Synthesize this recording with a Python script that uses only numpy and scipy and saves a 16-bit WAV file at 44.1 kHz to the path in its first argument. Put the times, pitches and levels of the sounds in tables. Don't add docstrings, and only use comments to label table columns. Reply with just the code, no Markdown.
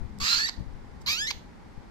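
import sys
import numpy as np
from scipy import signal
from scipy.fft import rfft, irfft, next_fast_len
from scipy.io import wavfile

SR = 44100
rng = np.random.default_rng(int(sys.argv[2]) if len(sys.argv) > 2 else 0)


def pcm_store(signal):
    levels = np.round(np.clip(np.atleast_2d(signal), -1, 1) * 32767)
    wavfile.write(sys.argv[1], SR, levels.astype(np.int16).T)


N = 83790

# t/s, pitch f/Hz, level/dB before echoes and balance, roughness/dB (0 dB means half rough), #
# half-pitch tones level/dB, throat resonance level/dB
FIRST_CRY = [(.203, 1105, -35, 7.5, -26, -9), (.24, 1199, -30, 5.5, -20, 2.5), (.258, 1235, -26.5, 2, 0, 1),
             (.288, 1330, -25, 3, -10, 10), (.318, 1375, -21.5, -3, -14, 15),
             (.342, 1400, -21, -3, -14, 15), (.362, 1435, -24.5, -3, -10, 12), (.383, 1560, -28, -1, -8, 9),
             (.392, 1670, -27.5, -3, 3, 5), (.41, 1740, -26.5, -7, 2, 7), (.456, 1845, -28, -15, 1, 8),
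             (.472, 1993, -30.5, -11.5, -36, 5.5), (.481, 1757, -36, 1.5, -21, 32),
             (.488, 1110, -32, -7.5, -18, 2), (.496, 635, -28.5, -14, 3, 10)]
SECOND_CRY = [(1.064, 977.7, -33, 4.5, -3, 15), (1.08, 1086, -25, 1.5, -8, 8),
              (1.107, 1180, -25, -2, -10, 5), (1.14, 1275, -29, -5, -9, 1),
              (1.165, 1380, -32.5, -8, -14, -1), (1.2, 1610, -31, -27.5, -17, 0),
              (1.225, 1715, -29.5, -41, -31, -18), (1.267, 1813, -33.5, -26, -33, 7),
              (1.272, 1940, -30.5, -2, -5, 1), (1.283, 2050, -28.5, -12, -9, 7),
              (1.293, 2155, -31, -17, -13, -9), (1.301, 2044, -35.5, -8.5, -9, 5),
              (1.31, 1085, -25.5, -8.5, -17, -2), (1.316, 749, -32.5, -9, 4, 22)]
# f/Hz, level/dB
FIRST_COLOUR = [(650, -4), (1300, -9), (1800, 6), (2300, -11), (2700, -12), (3500, -12), (4500, -1.5),
                (5450, -14), (6200, -12), (8200, -20), (9600, -45), (12000, -27)]
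SECOND_COLOUR = [(650, 25), (1250, -11), (1800, 3), (2500, 5), (3500, 1), (4400, 3), (5300, -4), (6500, -3),
                 (7600, -15), (11000, -39.5), (13200, -27)]
# f/Hz, level/dB
FIRST_RASP = [(450, -38), (800, -12), (1750, 0), (2250, -6.5), (2600, 3), (3000, -3.5), (3700, -1),
              (4400, 4), (5700, -6.5), (7000, -2), (8200, -23), (9500, -61.5), (11200, -16), (14000, -29)]
SECOND_RASP = [(450, -18.5), (850, -1.5), (2300, -9), (2850, -35), (3350, 3), (4500, 17), (5600, -23),
               (6900, 7), (7900, -30), (11500, -13), (13200, 0)]
# t/s, level/dB before echoes and balance, length/s
BEAK_TICKS = [(.187, -48.5, 0.00072), (1.018, -59.5, 0.0054)]
# f/Hz, level/dB
TICK_COLOUR = [(1200, -18), (3200, 4), (7500, 8), (10000, -3.5)]
# t/s, level/dB before echoes and balance, length/s
CATCHES = [(1.081, -29, 0.00049), (1.119, -21.5, 0.00023), (1.1303, -20.5, 0.001)]
# f/Hz, level/dB
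BALANCE = [(900, -3), (1800, 2.5), (2900, -4.5), (4300, -9), (5300, -16.5), (6400, -8.5), (7300, 3.5),
           (8500, 9), (11000, -7), (14000, 2.5)]
# f/Hz, level/dB
ROOM_COLOUR = [(500, -12), (1800, -5.5), (3300, -0.5), (4400, -5.5), (6000, -3), (14000, 1.5)]
# t/s, level/dB on the left, length/s
BUMPS = [(.02, -28.5, 0.031), (.14, -36.5, 0.028), (.222, -29.5, 0.017), (.375, -39.5, 0.028),
         (.597, -27.5, 0.013), (.618, -31.5, 0.014), (.675, -32.5, 0.01), (.73, -39.5, 0.029),
         (.97, -43, 0.19), (1.35, -44, 0.054), (1.785, -38, .014)]
# f/Hz, level/dB
BUMP_COLOUR = [(20, -8), (65, -9), (120, -15), (200, -21), (320, -33), (700, -45.5), (2000, -77)]
# f/Hz, level/dB
FLOOR_COLOUR = [(15, -36), (25, 7), (120, -3.5), (210, -1.5), (297, -5.5), (680, -16.5), (818, -9.5),
                (1190, -17.5), (2130, -21), (2710, -29), (4870, -31), (14500, -51.5)]
# t/s, peak level/dB, length/s
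DRONE_SWELLS = [(.19, -44.5, 0.059)]

FLOOR_DB, FLOOR_LIKENESS = -47.5, 0.17
BUMP_RIGHT_DB = -23
DRONE_HZ = 197.6
ATTACK_S, RELEASE_S = 0.00382, 0.0018
THROAT_HZ, THROAT_WIDTH_HZ = 4353, 820
JITTER, JITTER_PER_S, WAVER = 0.028, 230, 0.003
FLUTTER_DB, FLUTTER_RAD, FLUTTER_PER_S = 3.5, 0.8, 230
SPUTTER_DB, SPUTTER_PER_S = 2, 550
NOISE_SHARE = 0.6
RASP_SPREAD = 0.64
PUFF_DEPTH = 0.41
FIRST_PAN_DB, SECOND_PAN_DB = 1, 2
FIRST_LAG_S, SECOND_LAG_S = 0.00024, 0.00019
ROOM_DB, ROOM_T60_S, ROOM_GAP_S = -9.5, 0.33, 0.00086
NEAR_DB, NEAR_T60_S = -9, 0.025
CUTOFF_HZ = 14200


def from_db(db):
    return 10 ** (np.asarray(db) / 20)


def rms_one(x):
    return x / np.sqrt(np.mean(x ** 2) + 1e-20)


def at_hz(points, hz):
    f, db = np.transpose(points)
    return np.interp(np.log(np.maximum(hz, 1)), np.log(f), db)


def filtered(x, response):
    size = next_fast_len(2 * N)
    hz = np.arange(size // 2 + 1) * SR / size
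    return irfft(rfft(x, size) * response(hz), size)[..., :N]


def noise(spectrum):
    return rms_one(filtered(rng.standard_normal(N), lambda hz: from_db(at_hz(spectrum, hz))))


def drift(rate):
    r = np.exp(-2 * np.pi * rate / SR)
    motion = signal.lfilter([1], [1, -2 * r, r * r], rng.standard_normal(N + SR // 10))
    return rms_one(motion[-N:])


def swells(rows):
    t = np.arange(N) / SR
    return sum(from_db(db) * np.exp(-.5 * ((t - s) / length) ** 2) for s, db, length in rows)


def room_noise():
    shared = noise(FLOOR_COLOUR)
    sides = np.array([noise(FLOOR_COLOUR), noise(FLOOR_COLOUR)])
    mix = np.sqrt(FLOOR_LIKENESS) * shared + np.sqrt(1 - FLOOR_LIKENESS) * sides
    return from_db(FLOOR_DB) * mix


def low_drone():
    pitch = DRONE_HZ * (1 + 0.05 * drift(18))
    return swells(DRONE_SWELLS) * np.sin(2 * np.pi * np.cumsum(pitch) / SR)


def soft_bumps():
    sides = np.array([noise(BUMP_COLOUR), from_db(BUMP_RIGHT_DB) * noise(BUMP_COLOUR)])
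    return swells(BUMPS) * sides


def echoes(x, t60, gap):
    t = np.arange(N) / SR
    tail = rng.standard_normal((2, N)) * from_db(-60 * t / t60) * (t > gap)
    tail /= np.sqrt((tail ** 2).sum(1, keepdims=True))
    return signal.fftconvolve(x, tail, axes=1)[:, :N]


def placed(x, pan_db, lag_s):
    def half_balance(hz):
        return (at_hz(BALANCE, hz) + pan_db) / 2

    def right_response(hz):
        return from_db(-half_balance(hz)) * np.exp(-2j * np.pi * hz * lag_s)

    left = filtered(x[0], lambda hz: from_db(half_balance(hz)))
    return np.array([left, filtered(x[1], right_response)])


def syrinx_tone(pitch, phase, half_db, throat_db, rough, on, colour):
    k = np.arange(2, 28)[:, None]
    hz = k / 2 * pitch[on]
    throat = throat_db[on] / (1 + ((hz - THROAT_HZ) / THROAT_WIDTH_HZ) ** 2)
    gains = from_db(at_hz(colour, hz) + k % 2 * half_db[on] + throat)
    gains /= np.sqrt((gains ** 2).sum(0) / 2)
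    stagger = np.array([[drift(FLUTTER_PER_S)[on] for _ in k] for _ in range(2)])
    level_stagger, phase_stagger = stagger * np.sqrt(rough[on])
    gains *= from_db(FLUTTER_DB * (np.clip(level_stagger, -2, 2) - .5 * rough[on]))
    tone = np.zeros(N)
    tone[on] = (gains * np.cos(k / 2 * phase[on] + FLUTTER_RAD * phase_stagger)).sum(0)
    return tone


def rasp_noise(phase, sputter, rasp_colour):
    shared, sides = rng.standard_normal(N), rng.standard_normal((2, N))
    air = np.sqrt(1 - RASP_SPREAD) * shared + np.sqrt(RASP_SPREAD) * sides
    puffs = air * (1 + PUFF_DEPTH * np.cos(phase)) * sputter
    return rms_one(filtered(puffs, lambda hz: from_db(at_hz(rasp_colour, hz))))


def cry(rows, colour, rasp_colour):
    t = np.arange(N) / SR
    s, *columns = np.transpose(rows)
    pitch, level_db, rasp_db, half_db, throat_db = [np.interp(t, s, c) for c in columns]
    rough = 1 / (1 + from_db(-rasp_db) ** 2)
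    scatter = (WAVER + JITTER * np.sqrt(rough)) * drift(JITTER_PER_S)
    phase = 2 * np.pi * np.cumsum(pitch * (1 + scatter)) / SR
    fade_in = np.clip((t - s[0]) / ATTACK_S + 1, 0, 1)
    fade_out = np.clip((s[-1] - t) / RELEASE_S + 1, 0, 1)
    gate = fade_in * fade_out
    tone = syrinx_tone(pitch, phase, half_db, throat_db, rough, gate > 0, colour)
    sputter = from_db(SPUTTER_DB * np.sqrt(rough) * np.clip(drift(SPUTTER_PER_S), -2, 2))
    rasp = rasp_noise(phase, sputter, rasp_colour)
    noisy = rough * NOISE_SHARE
    voice = np.sqrt((1 - noisy) * sputter) * tone + np.sqrt(noisy) * rasp
    return gate * from_db(level_db) * voice


def chick():
    first = cry(FIRST_CRY, FIRST_COLOUR, FIRST_RASP)
    first += swells(BEAK_TICKS) * noise(TICK_COLOUR)
    second = cry(SECOND_CRY, SECOND_COLOUR, SECOND_RASP)
    second += swells(CATCHES) * noise(SECOND_RASP)
    direct = placed(first, FIRST_PAN_DB, FIRST_LAG_S) + placed(second, SECOND_PAN_DB, SECOND_LAG_S)
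    reflections = echoes(direct, ROOM_T60_S, ROOM_GAP_S)
    room = filtered(reflections, lambda hz: from_db(ROOM_DB + at_hz(ROOM_COLOUR, hz)))
    early = from_db(NEAR_DB) * echoes(direct, NEAR_T60_S, 0)
    return direct + room + early


def scene():
    return room_noise() + low_drone() + soft_bumps() + chick()


def record(dry):
    low_pass = signal.ellip(10, .2, 80, CUTOFF_HZ, fs=SR, output="sos")
    return signal.sosfilt(low_pass, dry)


dry = scene()
out = record(dry)
pcm_store(out)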